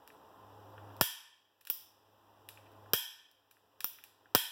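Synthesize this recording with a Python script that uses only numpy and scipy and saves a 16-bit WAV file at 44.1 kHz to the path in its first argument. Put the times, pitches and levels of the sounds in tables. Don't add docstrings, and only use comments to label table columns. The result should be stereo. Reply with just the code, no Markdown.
import sys
import numpy as np
from scipy import signal
from scipy.fft import rfft, irfft, next_fast_len
from scipy.io import wavfile

SR = 44100
rng = np.random.default_rng(int(sys.argv[2]) if len(sys.argv) > 2 else 0)


def materialize(psi):
    bounded = np.clip(np.atleast_2d(psi).T, -1, 1)
    quanta = np.round(bounded * 32767).astype(np.int16)
    wavfile.write(sys.argv[1], SR, quanta)


N = 199199
SIZE = next_fast_len(N + SR, real=True)
HZ = np.maximum(np.arange(SIZE // 2 + 1) * SR / SIZE, 1)
TIME = np.arange(N) / SR

# f/Hz, level/dB
AIR_COLOUR = [(25, -13), (70, 11.5), (130, 6), (200, -1.5), (300, 7), (500, 0), (900, 0.5), (1400, -8.5),
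              (2000, -17), (3000, -32), (5000, -37), (9000, -38.5)]
# f/Hz, width/Hz, level/dB
AIR_TONES = [(202, 8.5, 10.5), (291, 11, 4), (432.6, 13, 8), (523, 23, 7), (646, 17, 2), (833, 19, 5),
             (918, 30, 1), (1013, 18, 3.5), (1040, 6.1, 8)]
# f/Hz, level/dB
HISS_COLOUR = [(500, -11.5), (2000, 10), (3500, 3), (5000, 0.5), (8500, -8), (12000, -4.5), (14200, 1.5),
               (16000, -2)]
# f/Hz, level/dB
ROOM_COLOUR = [(60, -35), (250, -25), (550, -33.5), (900, -6.5), (1250, -14), (1800, -9), (2250, -5),
               (2750, -7), (3250, -2), (4300, -2), (5500, -5.5), (8000, 0.5), (12000, -3), (15000, -7)]
# t/s, level/dB, length/s
RAIL_TICKS = [(0.076, -23, 0.00049), (0.965, -28, 0.00093), (1.609, -28.5, 0.003), (1.651, -23.5, 0.00071),
              (1.67, -14, 0.002), (2.488, -13.5, 0.00079), (2.716, -37.5, 0.0016), (3.314, -35, 0.00026),
              (3.5105, -26.5, 0.0015), (3.805, -9.5, 0.0011), (4.0388, -17.5, 0.00034)]
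# f/Hz, level/dB
RAIL_COLOUR = [(100, -18), (900, -20.5), (1600, 0), (2400, 5), (3200, -8), (4200, -1.5), (6500, -9.5),
               (8500, -12), (11500, -5), (16000, -2.5)]
# t/s, level/dB, f/Hz
SHELL_KNOCKS = [(0.1023, -19, 2000), (0.7793, -14, 1830), (0.9008, -18, 1700), (2.5732, -14.5, 2180),
                (2.6598, -17.5, 2100), (2.8593, -24.5, 1650), (3.568, -30.5, 1970), (3.9859, -15.5, 2040),
                (4.257, -25, 1720)]
# t/s, level/dB, length/s, left-right/dB, shell clack/dB, air level after/dB
ARM_RELEASES = [(1.7, 10, 0.00054, -2, -19.5, -63), (3.844, 7, 0.00046, -3, -8.5, -65)]
# f/Hz, level/dB
STOP_COLOUR = [(40, -28), (200, -19.5), (600, -25.5), (1200, -23.5), (2200, -12.5), (3200, -19.5),
               (4700, -24), (8500, -24), (11000, -13.5), (13000, -7.5), (14000, 0), (15300, 0.5),
               (16500, -7.5)]
# t/s, crack/dB, crack length/s, ring/dB, thud/dB, thud length/s, left-right/dB, air level after/dB
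ARM_SNAPS = [(1.0107, 10, 0.0007, 7.5, 28.5, 0.002, -0.5, -74),
             (2.9341, 7.5, 0.00068, 8.5, 21.5, .002, -6.5, -72),
             (4.3490, 12, 0.000882, 11, 25.5, 0.00415, -0.5, -67)]
# f/Hz, level/dB
THUD_COLOUR = [(25, -10), (55, -10), (100, -1), (190, -2), (300, -10.5), (520, -17.5), (800, -20),
               (1400, -15.5), (3000, -30.5)]
# f/Hz, level/dB
CRACK_COLOUR = [(100, -9), (450, 4.5), (850, -6), (1300, -8.5), (2500, -1.5), (3400, -8.5), (4300, -3),
                (5800, -3.5), (7000, -10.5), (8700, -13.5), (11500, -6), (14500, 4.5), (16000, -8)]
# f/Hz, width/Hz, level/dB
RING_PEAKS = [(937, 110, -4), (1487, 35, 6), (1771, 65, 11.5), (2293, 100, 10.5), (2500, 82, 2),
              (3133, 70, 7.5), (3301, 65, 5), (3450, 49, 0), (3800, 690, -12), (4750, 900, -2.5),
              (5940, 67, -14), (10550, 740, -1.5), (12630, 360, 1), (13850, 99, 3)]
# f/Hz, side gain/dB
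PORT_DIFFERENCE = [(60, -8.5), (250, -11), (500, -7.5), (900, 0), (2000, 0)]
# f/Hz, level/dB
WIDENING_SHARE = [(100, -2.5), (2200, -0.1), (4400, -3.6), (8700, -3.4), (11000, -4), (13200, -4.5),
                  (15300, -10.5)]

AIR_START_DB = -51.5


def from_db(db):
    return 10 ** (np.asarray(db) / 20)


def at_hz(points, hz):
    table_hz, table_db = np.array(points).T
    return np.interp(np.log(hz), np.log(table_hz), table_db)


def filtered(x, response):
    return irfft(rfft(x, SIZE) * response, SIZE)[..., :N]


def colour(x, points):
    cepstrum = irfft(np.log(from_db(at_hz(points, HZ))), SIZE)
    cepstrum[1:SIZE // 2] *= 2
    cepstrum[SIZE // 2 + 1:] = 0
    return filtered(x, np.exp(rfft(cepstrum)))


def resonate(x, hz, width_hz):
    radius = np.exp(-np.pi * width_hz / SR)
    poles = [1, -2 * radius * np.cos(2 * np.pi * hz / SR), radius ** 2]
    return signal.lfilter(np.array([1, 0, -1]) * (1 - radius ** 2) / 2, poles, x + 1e-18)


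def drift(rate_hz):
    slow = filtered(rng.standard_normal(SIZE), np.exp(-(HZ / rate_hz) ** 2 / 2))
    return slow / slow.std()


def contact(t, db, length_s, pan_db=0, size=2048):
    age = np.arange(size) / SR / length_s
    envelope = age * np.exp(1 - age ** 1.5 / 1.5)
    burst = rng.standard_normal((2, size)) * envelope
    for _ in range(3):
        flat = irfft(np.exp(1j * np.angle(rfft(burst))))
        burst = flat * np.minimum(2 * envelope, 1)
    port_db = db + pan_db * np.array([[.5], [-.5]])
    burst *= from_db(port_db) / np.linalg.norm(burst, axis=1, keepdims=True)
    track, start = np.zeros((2, N + size)), round(t * SR)
    track[:, start:start + size] = burst
    return track[:, :N]


def air_level(swell_db_per_s=8.5, step_s=.02, recover_db_per_s=12.5):
    level = AIR_START_DB + swell_db_per_s * TIME
    for t, *_, after_db in sorted(ARM_SNAPS + ARM_RELEASES):
        blend = np.clip((TIME - t) / step_s, 0, 1)
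        climbing = after_db + recover_db_per_s * (TIME - t)
        level = (1 - blend) * level + blend * climbing
    return level


def rushing_air(air_db):
    rush, stir = rng.standard_normal((2, 2, SIZE))
    modes = sum(from_db(db) * resonate(stir, hz, width) for hz, width, db in AIR_TONES)
    return colour(rush + modes, AIR_COLOUR) * from_db(air_db)


def hiss(air_db, gain_db=-47, follow=0.46):
    return colour(rng.standard_normal((2, SIZE)), HISS_COLOUR) * from_db(gain_db + follow * air_db)


def hum(air_db, hz=102.3, gain_db=-54, follow=1.5, waver_db=1.5, fade_s=0.51, right_share=.1):
    fade_db = -30 * np.maximum(1 - TIME / fade_s, 0)
    level_db = gain_db + follow * (air_db - AIR_START_DB) + fade_db
    tone = np.sqrt(2) * np.sin(2 * np.pi * hz * TIME + .25 * drift(rate_hz=5))
    tone *= from_db(level_db + waver_db * drift(rate_hz=8))
    return tone * np.array([[1], [right_share]])


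def tiled_room(x, t60_s=0.74, half_t60_hz=12200, build_s=0.00067):
    age = TIME[:SR]
    white, tail = rfft(rng.standard_normal((2, SR))), 0
    centres = np.geomspace(200, 16000, 14)
    log_hz = np.log(np.maximum(np.arange(SR // 2 + 1), 1))
    for hz, pick in zip(centres, np.eye(len(centres))):
        band_t60 = t60_s / (1 + (hz / half_t60_hz) ** 1.7)
        decay = np.exp(-np.log(1000) * age / band_t60) * (1 - np.exp(-age / build_s))
        band = irfft(white * np.interp(log_hz, np.log(centres), pick), SR)
        tail = tail + band * decay / np.linalg.norm(decay)
    return colour(filtered(x, rfft(tail, SIZE)), ROOM_COLOUR)


def tub_echoes(x, echo_db=-12, t60_s=0.084):
    echoes = rng.standard_normal((2, SR)) * np.exp(-np.log(1000) * TIME[:SR] / t60_s)
    echoes *= from_db(echo_db) / np.linalg.norm(echoes, axis=1, keepdims=True)
    return filtered(x, rfft(echoes, SIZE))


def near_echoes(x, echo_db=-9, span_s=.004):
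    return filtered(x, rfft(contact(0, echo_db, span_s), SIZE))


def at_ports(x):
    mid = (x[0] + x[1]) / 2
    side = colour((x[0] - x[1]) / 2, PORT_DIFFERENCE)
    return np.array([mid + side, mid - side])


def rail_ticks():
    return colour(sum(contact(*tick) for tick in RAIL_TICKS), RAIL_COLOUR)


def shell_knocks(width_hz=700, gain_db=4):
    knocks = sum(resonate(contact(t, db + gain_db, length_s=.0005), hz, width_hz)
                 for t, db, hz in SHELL_KNOCKS)
    muffle = signal.butter(3, [1300, 2700], "band", fs=SR, output="sos")
    return signal.sosfilt(muffle, knocks)


def releases(graze_lead_s=0.00072, graze_db=-12.5, graze_s=0.00096, spring_db=-15):
    stops = sum(contact(t - graze_lead_s, db + graze_db, graze_s, pan) + contact(t, db, length, pan)
                for t, db, length, pan, *_ in ARM_RELEASES)
    shell_hits = sum(contact(t, db, length, pan) for t, _, length, pan, db, _ in ARM_RELEASES)
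    spring = from_db(spring_db) * resonate(stops, hz=5400, width_hz=800)
    clacks = resonate(shell_hits, hz=1600, width_hz=1800)
    return colour(stops, STOP_COLOUR) + spring + clacks


def thuds(release_db=1.5, release_s=.001, split_hz=380, lag_hz=95, lag_width_hz=90, left_share=0.25):
    jolts = [(t, db, length) for t, _, _, _, db, length, *_ in ARM_SNAPS]
    jolts += [(t, release_db, release_s) for t, *_ in ARM_RELEASES]
    push = np.zeros(N)
    for t, db, length in jolts:
        push[round((t + length / 2) * SR)] = from_db(db)
    rattle = sum(contact(*jolt)[1] for jolt in jolts)
    low, high = [signal.butter(2, split_hz, kind, fs=SR, output="sos") for kind in ("low", "high")]
    thud = colour(signal.sosfilt(low, push) + signal.sosfilt(high, rattle), THUD_COLOUR)
    radius = np.exp(-np.pi * lag_width_hz / SR)
    poles = [1, -2 * radius * np.cos(2 * np.pi * lag_hz / SR), radius ** 2]
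    lagged = signal.lfilter(poles[::-1], poles, thud)
    return lagged * np.array([[left_share], [1]])


def snaps(blow_s=.00015):
    crack = sum(contact(t, db, length, pan) for t, db, length, _, _, _, pan, _ in ARM_SNAPS)
    blow = sum(contact(t + length, db, blow_s) for t, _, length, db, *_ in ARM_SNAPS)
    ring = sum((-1) ** k * from_db(db) * resonate(blow, hz, width)
               for k, (hz, width, db) in enumerate(RING_PEAKS))
    return colour(crack, CRACK_COLOUR), ring


def scene(ring_direct_db=-9):
    crack, ring = snaps()
    clicks = crack + releases() + rail_ticks() + shell_knocks()
    close = clicks + near_echoes(clicks) + from_db(ring_direct_db) * ring
    reverb = tiled_room(clicks + ring) + tub_echoes(clicks + ring)
    air_db = air_level()
    background = rushing_air(air_db) + hiss(air_db) + hum(air_db)
    return at_ports(close + reverb + background) + thuds()


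def record(dry, lag_s=.000458, cutoff_hz=15900):
    crossfeed = from_db(at_hz(WIDENING_SHARE, HZ)) * np.exp(-2j * np.pi * HZ * lag_s)
    wide = dry - filtered(dry[::-1], crossfeed)
    top_cut = signal.ellip(10, .2, 80, cutoff_hz, fs=SR, output="sos")
    return signal.sosfilt(top_cut, np.clip(wide, -1, 1))


dry = scene()
out = record(dry)
materialize(out)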